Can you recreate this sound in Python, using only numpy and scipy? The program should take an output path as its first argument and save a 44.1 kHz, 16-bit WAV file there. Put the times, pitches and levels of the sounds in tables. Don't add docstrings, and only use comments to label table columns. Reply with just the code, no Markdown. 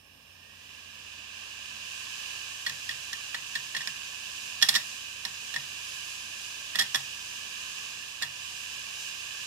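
import sys
import numpy as np
from scipy import signal
from scipy.fft import rfft, irfft, next_fast_len
from scipy.io import wavfile
from scipy.ndimage import uniform_filter1d

SR = 44100
rng = np.random.default_rng(int(sys.argv[2]) if len(sys.argv) > 2 else 0)


def unload_audio(sound):
    columns = np.transpose(np.atleast_2d(sound))
    steps = np.round(np.clip(columns, -1, 1) * 32767)
    wavfile.write(sys.argv[1], SR, steps.astype(np.int16))


N = 417186
TIME = np.arange(N) / SR
SIZE = next_fast_len(N + 4096)
BINS_HZ = np.arange(SIZE // 2 + 1) * SR / SIZE + 1e-3

START_TURNS_HZ, AIM_TURNS_HZ, FULL_TURNS_HZ, SPIN_UP_S = 59.5, 159.5, 120, 2.55
AIR_DB, TREBLE_DB, AIR_DB_PER_OCT, TREBLE_DB_PER_OCT = -37.5, -2.5, 19, 11
LOAD_S, LOAD_TAKES_S, LOAD_DB, LOAD_TREBLE_DB = 2.47, 0.11, -1.38, 1.17
WHINE_PEAK_S, WHINE_DB, WHINE_RISE_DB_PER_S, WHINE_FALL_DB_PER_S = 0.97, -71, 4.5, 40
UNBALANCE_DB = -72
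SING_S, SING_ATTACK_S, SING_HOLD_S, SING_RELEASE_S = 5.78, .03, 0.4, .5
SING_DB, SING_HZ = -59.5, 11186
ARM_DB, ARM_PER_SHARP, DESK_DB, DESK_SAG, DESK_SAG_S = 0.5, 0.73, -21.5, 0.22, 0.027
ROOM_DB, PHONE_HISS_DB, TOP_HZ = -65.5, -71, 15750


def undb(db):
    return 10 ** (np.asarray(db) / 20)


def level(x, db):
    return x * undb(db) / np.sqrt(np.mean(x ** 2))


def across(table):
    hz, value = np.transpose(table)
    return np.interp(np.log(BINS_HZ), np.log(hz), value)


def shape(x, gain):
    return irfft(rfft(x, SIZE) * gain, SIZE)[..., :N]


def ring(x, hz, t60_s):
    radius = np.exp(-np.log(1000) / (t60_s * SR))
    angle = 2 * np.pi * hz / SR
    return signal.lfilter([0, np.sin(angle)], [1, -2 * radius * np.cos(angle), radius * radius], x)


def walk(rate_hz):
    k = int(SR / rate_hz)
    held = np.repeat(rng.standard_normal(N // k + 1), k)
    return uniform_filter1d(uniform_filter1d(held, k), k)[:N]


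def tone(hz):
    turns = np.cumsum(hz + np.zeros(N)) / SR
    return np.sqrt(2) * np.sin(2 * np.pi * (turns + rng.random()))


def far_port(ways, shade):
    (edge_s, edge), (desk_s, desk) = ways
    high = 1 / (1 + (1400 / BINS_HZ) ** 4)
    turn = -2j * np.pi * BINS_HZ
    round_edge = (1 - high + edge * high) * np.exp(turn * edge_s)
    off_desk = desk * high * np.exp(turn * desk_s)
    return undb(across(shade)) * (round_edge + off_desk)


def spin():
    climb = AIM_TURNS_HZ - (AIM_TURNS_HZ - START_TURNS_HZ) * np.exp(-TIME / SPIN_UP_S)
    return np.minimum(climb, FULL_TURNS_HZ)


def air():
    # frequency in Hz, relative density in dB per Hz.
    hiss = [(300, -27.5), (800, -23.5), (1350, -21.5), (2050, -20.5), (3450, -8), (4400, -13.5),
            (5800, -12.5), (7600, -13.5), (10500, -22.5), (12000, -20), (13200, -33), (13500, -27),
            (15200, -39), (15700, -44)]
    # frequency in Hz, width in Hz, relative level in dB.
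    hollow_rows = [(1063, 278, -13.5), (1673, 278, -6.5), (2737, 762, 0), (5050, 910, -11)]
    # frequency in Hz, share 0-1.
    alike_rows = [(300, 0.6), (1100, 0.88), (1600, 0.17), (3600, 0.51), (4400, 0.53), (6300, 0),
                  (8500, 0.12)]
    # delay in s, gain.
    rim_ways = [(.0002, .7), (.00177, .7)]
    # frequency in Hz, left minus right in dB.
    rim_shade = [(300, 0), (1050, -3), (1350, 1), (1700, -7), (2060, -1), (2750, -18), (3200, -13),
                 (3600, -4), (4450, -1), (5050, -6), (6500, 4), (8300, -6), (10800, -5), (14000, 0)]

    octaves = np.log2(spin() / FULL_TURNS_HZ)
    loaded = np.clip((TIME - LOAD_S) / LOAD_TAKES_S, 0, 1)
    air_db = AIR_DB_PER_OCT * octaves + LOAD_DB * loaded
    treble_db = TREBLE_DB + TREBLE_DB_PER_OCT * octaves + LOAD_TREBLE_DB * loaded

    near, other = rng.standard_normal((2, N))
    alike = np.clip(across(alike_rows), 0, 1)
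    left = shape(near, alike * far_port(rim_ways, rim_shade))
    left = left + shape(other, np.sqrt(1 - alike ** 2) * undb(across(rim_shade)))

    hollows = 0
    for hz, width_hz, db in hollow_rows:
        hollows = hollows + undb(db) / (1 + ((BINS_HZ - hz ** 2 / BINS_HZ) / width_hz) ** 4)
    both = shape(np.array([left, near]), np.hypot(hollows, undb(across(hiss))))
    treble = shape(both, 1 / (1 + (4500 / BINS_HZ) ** 4))
    both = both + (undb(treble_db + .9 * walk(12)) - 1) * treble
    return level(both, AIR_DB) * undb(air_db + .7 * walk(6))


def jolts():
    # start in s, level in dB, sharpness in dB, rattle time constant in s.
    jolt_rows = [(2.664, -20.5, -10, 0.0045), (2.675, -27, -9, .004), (2.6963, -26, -4, 0.00078),
                 (2.8915, -21.5, -8.5, 0.0011), (2.9104, -28.5, -11, .003), (3.1296, -24, -7, 0.0032),
                 (3.3446, -21.5, -11, 0.0051), (3.553, -18.5, -12, 0.0063), (3.7476, -23, -12, .004),
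                 (3.765, -21.5, -9.5, 0.0057), (3.806, -26.5, -13, .003), (3.817, -31.5, -5, .003),
                 (3.873, -19.5, -8, .0012), (4.616, -26.5, -2, .003), (4.6243, -17, 3.5, 0.0028),
                 (4.629, -18.5, -4.5, 0.0039), (4.645, -31, -8, .003), (4.6873, -19.5, 4, .004),
                 (4.6898, -22.5, 7.5, 0.0023), (4.729, -27, -11, 0.0034), (4.741, -26, 1, .004),
                 (4.751, -16.5, -3, 0.004), (4.7594, -15, -5, 0.005), (4.7677, -28, -10, 0.0034),
                 (5.251, -20.5, -6.5, 0.0018), (5.5404, -24.5, -9, 0.0034), (5.561, -16.5, -15, 0.0023),
                 (6.749, -28, -14, .003), (6.756, -17, -7, 0.0012), (6.7875, -18.5, -5, 0.0038),
                 (6.7922, -22.5, 4.5, 0.0064), (6.801, -19.5, -10, 0.0026), (6.8103, -16.5, -10, 0.0035),
                 (6.82, -21.5, -4, 0.0033), (6.9462, -12.5, -7.5, 0.0013), (6.956, -21, -2, 0.0027),
                 (8.2163, -22, -16, 0.0018), (8.2228, -22, -2.5, 0.0025), (8.23, -20.5, -10, 0.0054)]
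    # frequency in Hz, level in dB, t60 in s.
    case_modes = [(786, -30, 0.17), (953, -24, 0.097), (1072, -20.5, 0.067), (1716, -14, 0.083),
                  (1808, -6, 0.051), (1917, -8, 0.048), (1997, -15.5, 0.057)]
    arm_modes = [(2800, -8, .02), (3340, 3, .028), (3700, -2, .022), (3910, -4, .022), (4320, -4, .025)]
    bright_modes = [(4900, -1, .025), (5200, -4, .03), (5530, 2, .028), (6650, -9, .022), (7400, -12, .018),
                    (8050, -12, .018), (8700, -15, .02), (9300, -16, .02), (10500, -18, .02),
                    (11410, -12, .03), (12000, -15, .02), (12800, -20, .018)]
    # frequency in Hz, level in dB, rise time constant in s, t60 in s.
    desk_modes = [(133.3, -6, 0.025, 0.25), (195, -2.5, 0.0062, 0.09), (559, -11.5, 0.0063, 0.1)]

    out, span = np.zeros((2, N + SR)), TIME[:SR // 3]
    sagging = span + DESK_SAG * DESK_SAG_S * (1 - np.exp(-span / DESK_SAG_S))
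    small = signal.butter(2, 900, "high", fs=SR, output="sos")
    soft = signal.butter(1, 6000, fs=SR, output="sos")
    for start_s, db, bright_db, rattle_s in jolt_rows:
        arm_db = ARM_DB + ARM_PER_SHARP * bright_db
        fade = np.exp(-span / max(rattle_s, 3e-4))
        kick = 0.48 * np.sqrt(np.sum(fade ** 2)) * (span == 0)
        sound = 0
        for modes, part_db in [(case_modes, 0.), (arm_modes, arm_db), (bright_modes, bright_db)]:
            for hz, mode_db, t60_s in modes:
                blow = kick * rng.choice((-1, 1)) + fade * rng.standard_normal(len(span))
                mode = ring(blow, hz * (1 + .005 * rng.standard_normal()), t60_s)
                gain = undb(part_db + mode_db + 1.8 * rng.standard_normal())
                sound = sound + gain * mode / np.abs(mode).max()

        shared, *own = rng.standard_normal((3, len(span)))
        grit = signal.sosfilt(soft, shared + 1.15 * np.array(own))
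        crunch = (fade + 0.57 * np.exp(-span / 0.028)) * grit
        sound = signal.sosfilt(small, sound + undb(-9 + .5 * (arm_db + bright_db)) * crunch)

        for hz, mode_db, rise_s, t60_s in desk_modes:
            swell = (1 - np.exp(-span / rise_s)) ** 2 * np.exp(-np.log(1000) * span / t60_s)
            swing = np.sin(2 * np.pi * (hz * sagging + rng.random()))
            sound = sound + undb(DESK_DB + mode_db) * swell * swing
        at = int(start_s * SR)
        out[:, at:at + len(span)] += undb(db) * sound
    return out[:, :N]


def motor():
    # multiple of the shaft rate, relative level in dB.
    orders = [(24, 12), (144, 4), (168, 0), (180, 12)]
    # frequency in Hz, width in Hz, gain in dB.
    housing_rows = [(1900, 500, -8), (5380, 400, 5), (8600, 600, -8), (9500, 600, -10), (11950, 900, -10),
                    (14000, 2500, -12)]

    turns_hz, late_s = spin(), TIME - WHINE_PEAK_S
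    pull_db = WHINE_DB + np.minimum(WHINE_RISE_DB_PER_S * late_s, -WHINE_FALL_DB_PER_S * late_s)
    cogging = 0
    for order, db in orders:
        order_hz = order * turns_hz
        in_band = order_hz < .45 * SR
        cogging = cogging + undb(db + 3 * walk(16.5)) * tone(order_hz) * in_band
    drive = undb(24) * rng.standard_normal(N)
    housing = 0
    for hz, width_hz, db in housing_rows:
        housing = housing + undb(db) / (1 + (2 * (BINS_HZ - hz) / width_hz) ** 2)
    whine = shape((cogging + drive) * undb(pull_db), housing)
    unbalance_gain = undb(UNBALANCE_DB + 0.71 * walk(4)) * (turns_hz / turns_hz[-1]) ** 4
    return whine + unbalance_gain * tone(turns_hz)


def sing():
    rise = np.clip((TIME - SING_S) / SING_ATTACK_S, 0, 1)
    fall = np.clip(1 - (TIME - SING_S - SING_ATTACK_S - SING_HOLD_S) / SING_RELEASE_S, 0, 1)
    return rise * fall * undb(SING_DB + 2.5 * walk(25)) * tone(SING_HZ)


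def ports(x):
    # delay in s, gain.
    arm_ways = [(.0001, .35), (.0017, .85)]
    # frequency in Hz, left minus right in dB.
    arm_shade = [(300, 1), (1100, -12), (1800, 0.5), (2700, -5), (3350, -23), (4300, 2), (5500, -49),
                 (6800, 6.5), (8000, -2), (12000, -3)]
    x = x + np.zeros((2, N))
    return np.array([shape(x[0], far_port(arm_ways, arm_shade)), x[1]])


def walls(struck):
    span = TIME[:SR // 4]
    tail = rng.standard_normal((2, SR // 4)) * np.exp(-np.log(1000) * span / 0.25)
    return undb(-41) * signal.fftconvolve(struck, tail, axes=1)[:, :N]


def room():
    # frequency in Hz, relative density in dB per Hz.
    rumble_rows = [(15, -59), (25, -4), (37, -17.5), (91, -2.5), (118, -8), (303, -7), (350, -15),
                   (461, -10), (1200, -15), (1560, -51), (2640, -120)]
    # frequency in Hz, mean level in dB rms.
    hum_rows = [(60, -73.5), (90.5, -68.5), (150.5, -77), (220.5, -75.5)]
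    mid, side = shape(rng.standard_normal((2, N)), undb(across(rumble_rows)))
    rumble = level(mid + 0.56 * side * np.array([[1], [-1]]), ROOM_DB)
    return rumble + sum(undb(db + 2.8 * walk(4.9)) * tone(hz) for hz, db in hum_rows)


def scene():
    struck = jolts()
    return ports(struck + motor() + sing()) + walls(struck) + air() + room()


def record(dry):
    x = dry + undb(PHONE_HISS_DB) * rng.standard_normal(dry.shape)
    x = signal.sosfilt(signal.butter(2, 45, "high", fs=SR, output="sos"), x)
    return signal.sosfilt(signal.ellip(10, .2, 75, TOP_HZ, fs=SR, output="sos"), x)


dry = scene()
out = record(dry)
unload_audio(out)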